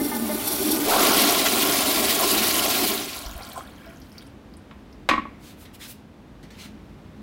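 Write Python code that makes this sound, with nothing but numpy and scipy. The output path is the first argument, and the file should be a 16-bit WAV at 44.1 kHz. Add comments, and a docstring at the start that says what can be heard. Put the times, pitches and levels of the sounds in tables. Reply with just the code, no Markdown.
"""Water jets roar and splash in the bowl as a flush-valve toilet empties in a hard-walled room, heard from just above.
Shaped noise makes the jet and spray; brief pings make drops and bubbles. The supply pipe throbs and blows air
out of the rim, the siphon gargles, the valve shuts, and the bowl gulps and drips.
Then the plastic seat drops and bounces on the china, as ringing tones and noise cracks.
A sleeve swishes in filtered noise over the steady rush and drone of the ventilation."""
import sys
import numpy as np
from scipy import signal
from scipy.fft import rfft, irfft
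from scipy.io import wavfile
from scipy.ndimage import uniform_filter1d

SR = 44100
rng = np.random.default_rng(int(sys.argv[2]) if len(sys.argv) > 2 else 0)


def transcribe(signal):
    """Save signal, clipped to [-1, 1], as a 16-bit WAV file at the path in sys.argv[1]."""
    frames = np.atleast_2d(signal).T
    limited = np.clip(frames, -1, 1)
    pcm = np.round(limited * 32767).astype(np.int16)
    wavfile.write(sys.argv[1], SR, pcm)


N = 318402
TIME = np.arange(N) / SR

# How hard the jet hits; it grows as the pool is sucked away and bares the china.
# Each row: time in seconds, force in dB.
JET_FORCE = [(0, -19), (.72, -8.5), (.83, -9.5), (.95, 0.5), (1.15, 3), (1.55, 0), (2.85, -1.57)]
# Brief surges of the jet. Each row: middle in seconds, half length in seconds, rise in dB.
JET_SURGES = [(1.241, .008, 3.5), (1.465, 0.01, 5), (2.246, 0.0081, 2.5)]
# After the valve, the rim runs dry in ever weaker spills.
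# Each row: end in seconds, splash level in dB, spray level in dB.
RIM_SPILLS = [(3.18, -35.5, -37.5), (3.6, -50, -53.5), (4.25, -62.5, -62)]
# The sheet of water breaks up. Each row: time in seconds,
# share of the splash that comes as single drops (0 to 1), drops per second.
SHEET_BREAKUP = [(3.15, 0.22, 1500), (3.3, 0.9, 1200), (3.8, 0.4, 340), (4.4, 0.9, 49)]
# Resonances of the bowl. Each row: pitch in Hz, width to one side in Hz, strength in dB.
BOWL_RESONANCES = [(610, 60, -2.5), (684, 90, 4), (775, 71, -0.5), (1072, 107, 2), (1383, 89, -0.5),
                   (1640, 54, -5), (2270, 46, -5), (3240, 90, -5.5)]
# Spectra of the splash and the fine spray. Each row: frequency in Hz, strength in dB per Hz.
SPLASH_SPECTRUM = [(900, -24), (1500, -10.5), (1950, -1), (4300, 0.5), (8000, -9.5), (16000, -45.5)]
SPRAY_SPECTRUM = [(4700, -29.5), (10000, -0.5), (16000, -0.5)]
# The valve stays open, then shuts; the jet and the supply die away with it.
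SHUT_S, SHUT_DB_PER_S = 2.916, 71
SPILL_FALL_DB_PER_S = 155
# Levels when the jet force is 0 dB; the fine spray follows the force only in part.
CHURN_DB, SPLASH_DB, SPRAY_DB, SPRAY_FOLLOWS = -28.5, -25.5, -25, 0.55
# The pool churns on for a while, then settles, with small bubbles plinking in it.
POOL_DB, SETTLE_S, SETTLE_DB_PER_S, PLINK_DB = -45, 3.52, 39, -54


def water():
    """The jet churns in the bowl and splashes on the china; as it thins, hiss turns into ticking drops and plinks."""
    valve = held(SHUT_S, SHUT_DB_PER_S)
    force = gain_of(curve(JET_FORCE))
    surge_db = sum(db * np.exp(-((TIME - s) / half) ** 2) for s, half, db in JET_SURGES)
    jet = valve * force * gain_of(surge_db)

    shut = (1 - valve) ** 2
    spill_splash, spill_spray = shut * together(
        gain_of(dbs)[:, None] * held(end, SPILL_FALL_DB_PER_S) for end, *dbs in RIM_SPILLS)
    pool = shut * held(SETTLE_S, SETTLE_DB_PER_S)

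    drop_share = np.clip(curve(SHEET_BREAKUP), 0, 1)
    drops_per_s = curve(SHEET_BREAKUP, axis=2)
    drops = patter(sizes_between(2000, 16000), per_s=drops_per_s, spread_db=5.0, cycles=28)
    drops = evened(room(np.diff(drops, prepend=0), wet_db=-6.5))  # the difference brightens the drops
    hiss = turbulence(patch_db=1.3, flicker_db=1.6)
    sheet = glancing(np.sqrt(1 - drop_share) * hiss + np.sqrt(drop_share) * drops, echo_db=-14.5)

    eddies = turbulence(patch_db=1.7, flicker_db=.8)
    churn_gain = together([gain_of(CHURN_DB) * jet, gain_of(POOL_DB) * pool])
    churn = resonant(eddies, BOWL_RESONANCES) * churn_gain
    splash = tinted(sheet, SPLASH_SPECTRUM) * together([gain_of(SPLASH_DB) * jet, spill_splash])
    jet_spray = gain_of(SPRAY_DB) * force ** SPRAY_FOLLOWS * valve ** 1.5
    spray = tinted(sheet, SPRAY_SPECTRUM) * together([jet_spray, spill_spray])
    plinks = patter(sizes_between(1090, 4300), per_s=99, spread_db=2.0, cycles=51)
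    return churn + splash + spray + plinks * gain_of(PLINK_DB) * pool


# The pipe throbs as water fills it. Each row: time in seconds, level in dB.
PIPE_THROB = [(.32, -31), (.47, -34.5), (.6, -30), (1.05, -26.5), (2.3, -30)]
# Resonances of the supply pipe, of the floor shaken by the pipework, of the rim channel and of the rim holes.
# Each row: pitch in Hz, width to one side in Hz, strength in dB.
PIPE_RESONANCES = [(221, 21.6, 0), (292.4, 36.4, 4.5), (389, 51.6, 2.5)]
FLOOR_RESONANCES = [(57, 11, -2.2), (112, 9.5, 0.19)]
RIM_RESONANCES = [(600, 26, 0), (840, 70, -3.5), (1200, 37, -5), (1486, 35, -6), (1775, 25, -2.5),
                  (2086, 32, -4.5)]
HOLE_RESONANCES = [(3530, 66, 3.5), (4430, 470, -2.5), (5610, 210, 2), (10400, 2200, -1),
                   (13300, 1100, 1.5)]
# The trapped air moans, sinking and then rising in pitch.
# Each row: time in seconds, pitch in Hz before a small waver, level in dB before a flutter.
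AIR_MOAN = [(.02, 281.2, -25), (.09, 266.8, -33.5), (.14, 235.2, -28), (.33, 211.6, -28.5),
            (.5, 260.4, -53), (.7, 312.8, -23), (.77, 322, -29)]
# Puffs of air ring the rim channel. Each row: start in seconds, level in dB.
AIR_PUFFS = [(0, -34.5), (.114, -33), (.293, -35.5)]
# Air left in the rim channel. Each row: time in seconds, level of its ringing in dB.
RIM_AIR_LEVEL = [(0, -43), (.85, -36)]
# Air spits from the rim holes with the water. Each row: middle in seconds, half length in seconds, level in dB.
AIR_SPITS = [(.12, 0.45, -36.5), (0.49, 0.072, -30), (0.617, 0.092, -28), (0.739, 0.033, -24)]
RUMBLE_DB, PUFF_DECAY_S = -50.5, 0.083
# The waver is a fraction of the pitch.
MOAN_WAVER, MOAN_FLUTTER_DB, MOAN_WAVER_PER_S = .03, 2.5, 30


def supply():
    """Turbulence throbs in the pipe; trapped air moans, and puffs and spits from the rim channel until blown out."""
    pipe = resonant(turbulence(patch_db=0, flicker_db=2.0), PIPE_RESONANCES) * gain_of(curve(PIPE_THROB))
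    rumble = resonant(rng.standard_normal(N), FLOOR_RESONANCES) * gain_of(RUMBLE_DB)
    running = (pipe + rumble) * held(SHUT_S, SHUT_DB_PER_S)

    moan_hz = curve(AIR_MOAN, axis=1) * (1 + MOAN_WAVER * wander(MOAN_WAVER_PER_S))
    moan_db = curve(AIR_MOAN, axis=2) + MOAN_FLUTTER_DB * wander(MOAN_WAVER_PER_S)
    turns = np.cumsum(moan_hz) / SR
    moan = np.sin(2 * np.pi * turns) * gain_of(moan_db)
    moan = moan * held(AIR_MOAN[-1][0], SPILL_FALL_DB_PER_S)

    puffs = resonant(rng.standard_normal(N), RIM_RESONANCES) * jolts(AIR_PUFFS, PUFF_DECAY_S)
    # the steady air stirs only the lower resonances
    steady_air = resonant(rng.standard_normal(N), RIM_RESONANCES[:4]) * level(RIM_AIR_LEVEL)
    spit_gain = together(swell(*row) for row in AIR_SPITS)
    spits = resonant(turbulence(patch_db=0.0, flicker_db=4.0), HOLE_RESONANCES) * spit_gain
    return running + moan + puffs + steady_air + spits


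# The siphon takes air. Each row: time in seconds, level in dB.
GARGLE_CURVE = [(.84, -19.5), (1, -23), (1.13, -26.5), (1.35, -40)]
# The siphon snatches more air. Each row: middle in seconds, half length in seconds, level in dB.
AIR_SNATCHES = [(2.233, 0.02, -31), (3.59, 0.018, -37)]
# The last water sloshes in the trap. Each row: middle in seconds, half length in seconds, level in dB.
TRAP_SLOSHES = [(3.349, 0.58, -52.5), (3.88, 0.078, -51), (4.19, 0.078, -55.5)]
# Smaller bubbles join in as the air pocket opens.
GARGLE_S_PER_OCTAVE, GARGLE_IN_BOWL_DB = 0.043, -10.5


def trap():
    """The siphon swallows air in a swarm of bubbles, large ones first; later the last water froths in the trap."""
    pitches = sizes_between(405, 1500)
    starts = GARGLE_CURVE[0][0] + GARGLE_S_PER_OCTAVE * np.log2(pitches / pitches[0])
    swarm = patter(pitches, per_s=2200, spread_db=3.5, cycles=30, starts=starts)
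    swarm = evened(swarm + gain_of(GARGLE_IN_BOWL_DB) * resonant(swarm, BOWL_RESONANCES))
    air = level(GARGLE_CURVE) + together(swell(*row) for row in AIR_SNATCHES)

    froth = patter(sizes_between(1316, 3100), per_s=700, spread_db=2.5, cycles=40)
    froth = evened(froth + resonant(froth, BOWL_RESONANCES))
    draining = froth * together(swell(*row) for row in TRAP_SLOSHES)
    return swarm * air + draining


# Pockets of air bursting in the bowl and trap.
# Each row: start in seconds, level in dB, starting pitch in Hz, seconds to die away by 60 dB.
AIR_GULPS = [(0.015, -15.5, 275.4, 0.17), (.116, -29, 883, 0.15), (.294, -27.5, 608, 0.4),
             (.815, -19.5, 295, 0.3), (2.229, -20.5, 1017, 0.14), (3.258, -24, 48, 0.18),
             (3.352, -24.5, 51.7, 0.13), (3.408, -30.5, 755, 0.048), (3.561, -30, 1022, 0.16),
             (3.577, -24.5, 756, 0.043), (3.608, -29.5, 1230, 0.031), (3.866, -42.5, 658, 0.4)]
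# Slaps of water and single drips. Each row: start in seconds, peak in dB before the room, pitch in Hz.
WATER_DRIPS = [(3.231, -31, 3150), (3.2625, -30, 5040), (3.431, -31, 4860), (3.516, -32.5, 3660),
               (3.53, -33, 13000), (3.578, -30.5, 7800), (3.674, -40, 3700), (4.0164, -43, 5105),
               (4.181, -33, 4680), (4.223, -41, 3500), (4.5377, -43.5, 4470), (4.569, -41.5, 9200),
               (4.927, -44, 5100)]


def gurgles():
    """Large air pockets burst as ringing bubbles; slaps and drips tick as short bursts of noise around a pitch."""
    out = np.zeros(N)
    for s, db, hz, t60 in AIR_GULPS:
        add(out, s, gain_of(db) * bubble(hz, t60, rise=0.16))
    t = np.arange(2048) / SR
    for s, db, hz in WATER_DRIPS:
        cavity = signal.butter(2, [hz / 1.15, min(hz * 1.17, SR / 2 - 1000)], "band", fs=SR)
        slap = rng.standard_normal(len(t)) * np.exp(-t / 0.0065)
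        tick = signal.lfilter(*cavity, slap) + gain_of(-18) * slap
        add(out, s, gain_of(db) * tick / abs(tick).max())
    return room(out, wet_db=-11.5)


# The seat is grasped, then lands and bounces.
# Each row: start in seconds, ring level in dB, crack level in dB, brightness (upper limit) in Hz.
SEAT_BLOWS = [(4.711, -46, -42, 3960), (5.089, -19.5, -14, 13000), (5.0953, -26, -15, 10100),
              (5.104, -27, -25, 5000), (5.111, -14, -17, 3800), (5.136, -18, -22, 2600),
              (5.178, -18, -31, 1420), (5.201, -37, -42, 450), (5.221, -24, -26, 330),
              (5.253, -29.5, -30.5, 900)]
# Ringing tones (modes) of the seat on the bowl.
# Each row: pitch in Hz, level in dB, seconds to die away by 60 dB.
SEAT_MODES = [(227, -14, 0.46), (300, -4.5, 0.12), (1029, -9.5, 0.16), (1120, 3.5, 0.084),
              (1320, -16, 0.13), (1560, -21, .1), (1645, -22, 0.11), (1890, -8.5, 0.2), (2134, -7, 0.055),
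              (2260, -14, 0.08), (2500, -21, 0.11), (2830, -19, 0.14)]
# Spectrum of the crack. Each row: frequency in Hz, strength in dB per Hz.
CRACK_SPECTRUM = [(50, -36), (260, -7), (1100, 3.5), (1600, -2), (2200, 0), (3600, -5), (6000, -18.5),
                  (16000, -32)]
# Each blow lands on another spot, so the modes ring in other proportions; the loose hinge roughens the ring.
SPOT_DB, BUZZ_DB, BUZZ_PER_S = 1.8, 1.6, 350


def seat():
    """Each blow cracks and rings the seat until the next contact damps it; its own brightness limit softens it."""
    rings, cracks = np.zeros(N), np.zeros(N)
    t = np.arange(SR // 2) / SR
    modes = np.array([gain_of(db - 60 * t / t60) * np.sin(2 * np.pi * hz * t) * (1 - np.exp(-hz * t))
                      for hz, db, t60 in SEAT_MODES])
    modes[1::2] *= -1  # neighbouring modes swing in opposite senses
    # the crack is brief, but echoes on between the bowl and the floor
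    fade = np.exp(-t / .004) + .27 * np.exp(-t / .024)
    next_contact = [row[0] for row in SEAT_BLOWS[1:]] + [TIME[-1]]
    for (s, ring_db, crack_db, bright_hz), stop in zip(SEAT_BLOWS, next_contact):
        ring = gain_of(SPOT_DB * rng.uniform(-1, 1, len(SEAT_MODES))) @ modes
        crack = tinted(rng.standard_normal(len(t)), CRACK_SPECTRUM) * fade
        damping = np.exp(-np.maximum(s + t - stop, 0) / 0.00099)  # touching the china again stops the ring
        softness = signal.butter(2, min(bright_hz, SR / 2 - 1000), fs=SR)
        add(rings, s, signal.lfilter(*softness, gain_of(ring_db) * ring * damping))
        add(cracks, s, signal.lfilter(*softness, gain_of(crack_db) * crack))
    buzzing = rings * gain_of(BUZZ_DB * wander(BUZZ_PER_S))
    return room(buzzing, wet_db=-17) + room(cracks, wet_db=-11.5)


# The bowl and its pipework shudder on after the seat lands.
# Each row: pitch in Hz, width to one side in Hz, level in dB, seconds to die away by 60 dB.
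FIXTURE_SHUDDER = [(55, 41, -41.5, .8), (2180, 250, -46, 1)]


def shudder():
    """The landing seat shakes the whole fixture: a low thud and a faint, dense ring of filtered noise."""
    since = TIME - SEAT_BLOWS[2][0]
    out = np.zeros(N)
    for hz, width, db, t60 in FIXTURE_SHUDDER:
        fade = (since > 0) * np.exp(-np.log(1000) * abs(since) / t60)
        out += resonant(rng.standard_normal(N), [(hz, width, 0)]) * gain_of(db) * fade
    return out


# Strokes of the sleeve. Each row: middle in seconds, half length in seconds, level in dB,
# hiss in dB relative to that level, centre of the hiss in Hz.
SLEEVE_STROKES = [(5.476, 0.056, -51.5, -1.5, 8900), (5.62, 0.038, -59, 6.5, 12500),
                  (5.75, 0.014, -51.5, 1.5, 11500), (5.836, 0.034, -42, -4.5, 10500),
                  (5.901, 0.028, -52, 10.5, 13400), (6.625, 0.053, -46.5, -10, 9500)]
# Folds of the sleeve snap. 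Each row: start in seconds, level in dB.
FOLD_SNAPS = [(5.652, -52), (6.429, -50), (6.505, -48)]
# Spectrum of rubbing cloth. Each row: frequency in Hz, strength in dB per Hz.
CLOTH_SPECTRUM = [(500, -2.5), (2050, 11.5), (4200, 11.5), (7000, 2), (16000, -7)]
HISS_WIDTH_HZ, SNAP_DECAY_S, SNAP_HZ = 8400, 0.032, 2000


def sleeve():
    """Cloth catches and slides over cloth in short strokes, each with its own noise hiss; a few folds snap."""
    strokes = together(swell(s, half, db, order=4) for s, half, db, *_ in SLEEVE_STROKES)
    hiss = np.zeros(N)
    for s, half, db, hiss_db, hz in SLEEVE_STROKES:
        hiss += resonant(rng.standard_normal(N), [(hz, HISS_WIDTH_HZ, 0)]) * swell(s, half, db + hiss_db)
    snaps = jolts(FOLD_SNAPS, SNAP_DECAY_S)
    catching = turbulence(patch_db=2.5, flicker_db=2)
    rubbing = tinted(catching, CLOTH_SPECTRUM) * (strokes + snaps)
    tap = resonant(rng.standard_normal(N), [(SNAP_HZ, 300, 0)]) * gain_of(-6) * snaps
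    return room(rubbing + hiss + tap, wet_db=-10.5)


# Spectrum of the rushing air. Each row: frequency in Hz, strength in dB per Hz.
VENT_SPECTRUM = [(25, -47), (45, 6.5), (90, 4), (135, -2.5), (260, 3.5), (430, -6), (3700, -25),
                 (8000, -37), (16000, -41.5)]
# Resonances of the air ducts. Each row: pitch in Hz, width to one side in Hz, strength in dB.
DUCT_RESONANCES = [(146.5, 35, 1), (210, 10, 7)]
# Each row: time in seconds, rush of air in dB, drone of the ducts in dB.
VENT_CURVE = [(5.7, -46, -55), (6.1, -48, -54), (6.7, -45.5, -49)]


def ventilation():
    """Dull noise makes a steady rush of air; noise in the duct resonances drones louder toward the open room."""
    rush = tinted(rng.standard_normal(N), VENT_SPECTRUM) * gain_of(curve(VENT_CURVE, axis=1))
    drone = resonant(rng.standard_normal(N), DUCT_RESONANCES) * gain_of(curve(VENT_CURVE, axis=2))
    return rush + drone


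# Reverberation. Each row: frequency in Hz, seconds to die away by 60 dB.
ROOM_DECAY = [(200, 0.4), (1000, 0.35), (2300, 0.44), (14000, 0.2)]


def room(x, wet_db):
    """Adds the reverberation of hard walls, each band dying at its own speed."""
    taps = rng.standard_normal(SR) * (rng.random(SR) < .1)
    hz, t, z = signal.stft(taps, SR, nperseg=256)
    decay = gain_of(-60 * t / read(ROOM_DECAY, hz)[:, None])
    tail = signal.istft(z * decay, SR, nperseg=256)[1]
    tail[:round(.005 * SR)] = 0  # no echo in the first 5 ms
    return x + gain_of(wet_db) * signal.fftconvolve(x, tail / np.linalg.norm(tail))[:N]


def glancing(x, echo_db, count=8):
    """Close echoes off the china; their delays drift steadily, so the colour shifts."""
    paths = rng.uniform(.001, .012, (count, 2))  # first and last delay of each echo, in seconds
    echoes = np.zeros(N)
    for k, path in enumerate(paths):
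        delay = np.linspace(*path, N)
        echoes += (-1) ** k * np.interp(TIME - delay, TIME, x)
    return evened(x + gain_of(echo_db) * evened(echoes))


def turbulence(patch_db, flicker_db):
    """Noise whose level wanders in time-frequency patches and flickers across all bands."""
    z = signal.stft(rng.standard_normal(N), nperseg=512, noverlap=384)[2]
    patches = uniform_filter1d(rng.standard_normal(z.shape), size=8, axis=0)
    patches = evened(uniform_filter1d(patches, size=12, axis=1))
    flicker = evened(uniform_filter1d(rng.standard_normal(z.shape[1]), size=7))
    z = z * gain_of(patch_db * patches + flicker_db * flicker)
    return evened(signal.istft(z, nperseg=512, noverlap=384)[1][:N])


def bubble(hz, t60, rise):
    """A pocket of air rings, its pitch rising as it nears the surface."""
    u = np.arange(0, t60, 1 / SR) / t60
    turns = hz * t60 * (u + rise * u ** 2 / 2)
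    return np.sin(2 * np.pi * turns) * (1 - np.exp(-4 * turns)) * np.exp(-np.log(1000) * u)


def patter(pitches, per_s, spread_db, cycles, starts=None):
    """Drops or bubbles ping at random, each pitch from its own start time; louder ones are rarer."""
    out = np.zeros(N)
    for k, hz in enumerate(pitches):
        at = np.flatnonzero(rng.random(N) < per_s / len(pitches) / SR)
        sizes = gain_of(spread_db * np.minimum(rng.exponential(1, N)[at], 3.5))
        ping = np.sqrt(hz) * bubble(hz, cycles / hz, rise=0.14)
        for s, size in zip(TIME[at], sizes):
            if starts is None or s > starts[k]:
                add(out, s, size * ping)
    return evened(out / np.sqrt(per_s))  # a denser patter is not louder


def sizes_between(low_hz, high_hz, count=32):
    """Pitches spread evenly over the octaves of a range."""
    return np.geomspace(low_hz, high_hz, count)


def resonant(x, peaks):
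    """Passes x through steep-sided resonances, at rms 1."""
    hz = np.fft.rfftfreq(N, 1 / SR)
    power = sum(gain_of(db) ** 2 / (1 + ((hz - f) / width) ** 2) ** 2 for f, width, db in peaks)
    return evened(irfft(rfft(x) * np.sqrt(power), N))


def tinted(x, points):
    """Shapes x by a spectrum, at rms 1."""
    hz = np.fft.rfftfreq(len(x), 1 / SR)
    return evened(irfft(rfft(x) * gain_of(read(points, hz)), len(x)))


def read(points, hz):
    """Reads a spectrum or a decay table on a log-frequency axis."""
    f, value = np.transpose(points)
    return np.interp(np.log(hz + 1), np.log(f + 1), value)


def curve(rows, axis=1):
    """One column of a control table at every sample."""
    rows = np.array(rows)
    return np.interp(TIME, rows[:, 0], rows[:, axis])


def level(rows, axis=1):
    """A dB column as a gain that dies away outside its rows."""
    outside = np.maximum(rows[0][0] - TIME, 0) + np.maximum(TIME - rows[-1][0], 0)
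    return gain_of(curve(rows, axis)) * np.exp(-outside / .03)


def held(until_s, fall_db_per_s, ease_s=0.012):
    """A gain near 1 that rounds off at until_s and then dies away steadily."""
    return gain_of(-fall_db_per_s * ease_s * np.logaddexp((TIME - until_s) / ease_s, 0))


def swell(middle_s, half_s, db, order=2):
    """A gain that rises to db and falls again in a bell shape; a higher order has steeper sides."""
    return gain_of(db) * np.exp(-abs((TIME - middle_s) / half_s) ** order)


def jolts(rows, decay_s):
    """A gain that jumps at each start by its level in dB and dies away."""
    return sum(gain_of(db) * (TIME >= s) * np.exp(-abs(TIME - s) / decay_s) for s, db in rows)


def wander(per_s):
    """A smooth random curve of rms 1 that turns about per_s times a second."""
    spectrum = rfft(rng.standard_normal(N)) * np.exp(-(np.fft.rfftfreq(N, 1 / SR) / per_s) ** 2)
    return evened(irfft(spectrum, N))


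def together(gains):
    """Unrelated sounds add in power."""
    return np.sqrt(sum(g ** 2 for g in gains))


def gain_of(db):
    """Decibels to amplitude."""
    return 10 ** (np.asarray(db) / 20)


def evened(x):
    """Scales to rms 1."""
    return x / np.sqrt(np.mean(x ** 2) + 1e-20)


def add(mix, s, sound):
    """Mixes a sound in at time s."""
    part = mix[max(round(s * SR), 0):][:len(sound)]
    part += sound[:len(part)]


def scene():
    """All sources at one listening point, the same in both channels."""
    mix = water() + supply() + trap() + gurgles() + seat() + shudder() + sleeve() + ventilation()
    return np.array([mix, mix])


def record(dry):
    """Removes the treble above about 15.9 kHz."""
    lowpass = signal.firwin(511, 15900, window=("kaiser", 9), fs=SR)
    return signal.oaconvolve(dry, lowpass[None], "same")


dry = scene()
out = record(dry)
transcribe(out)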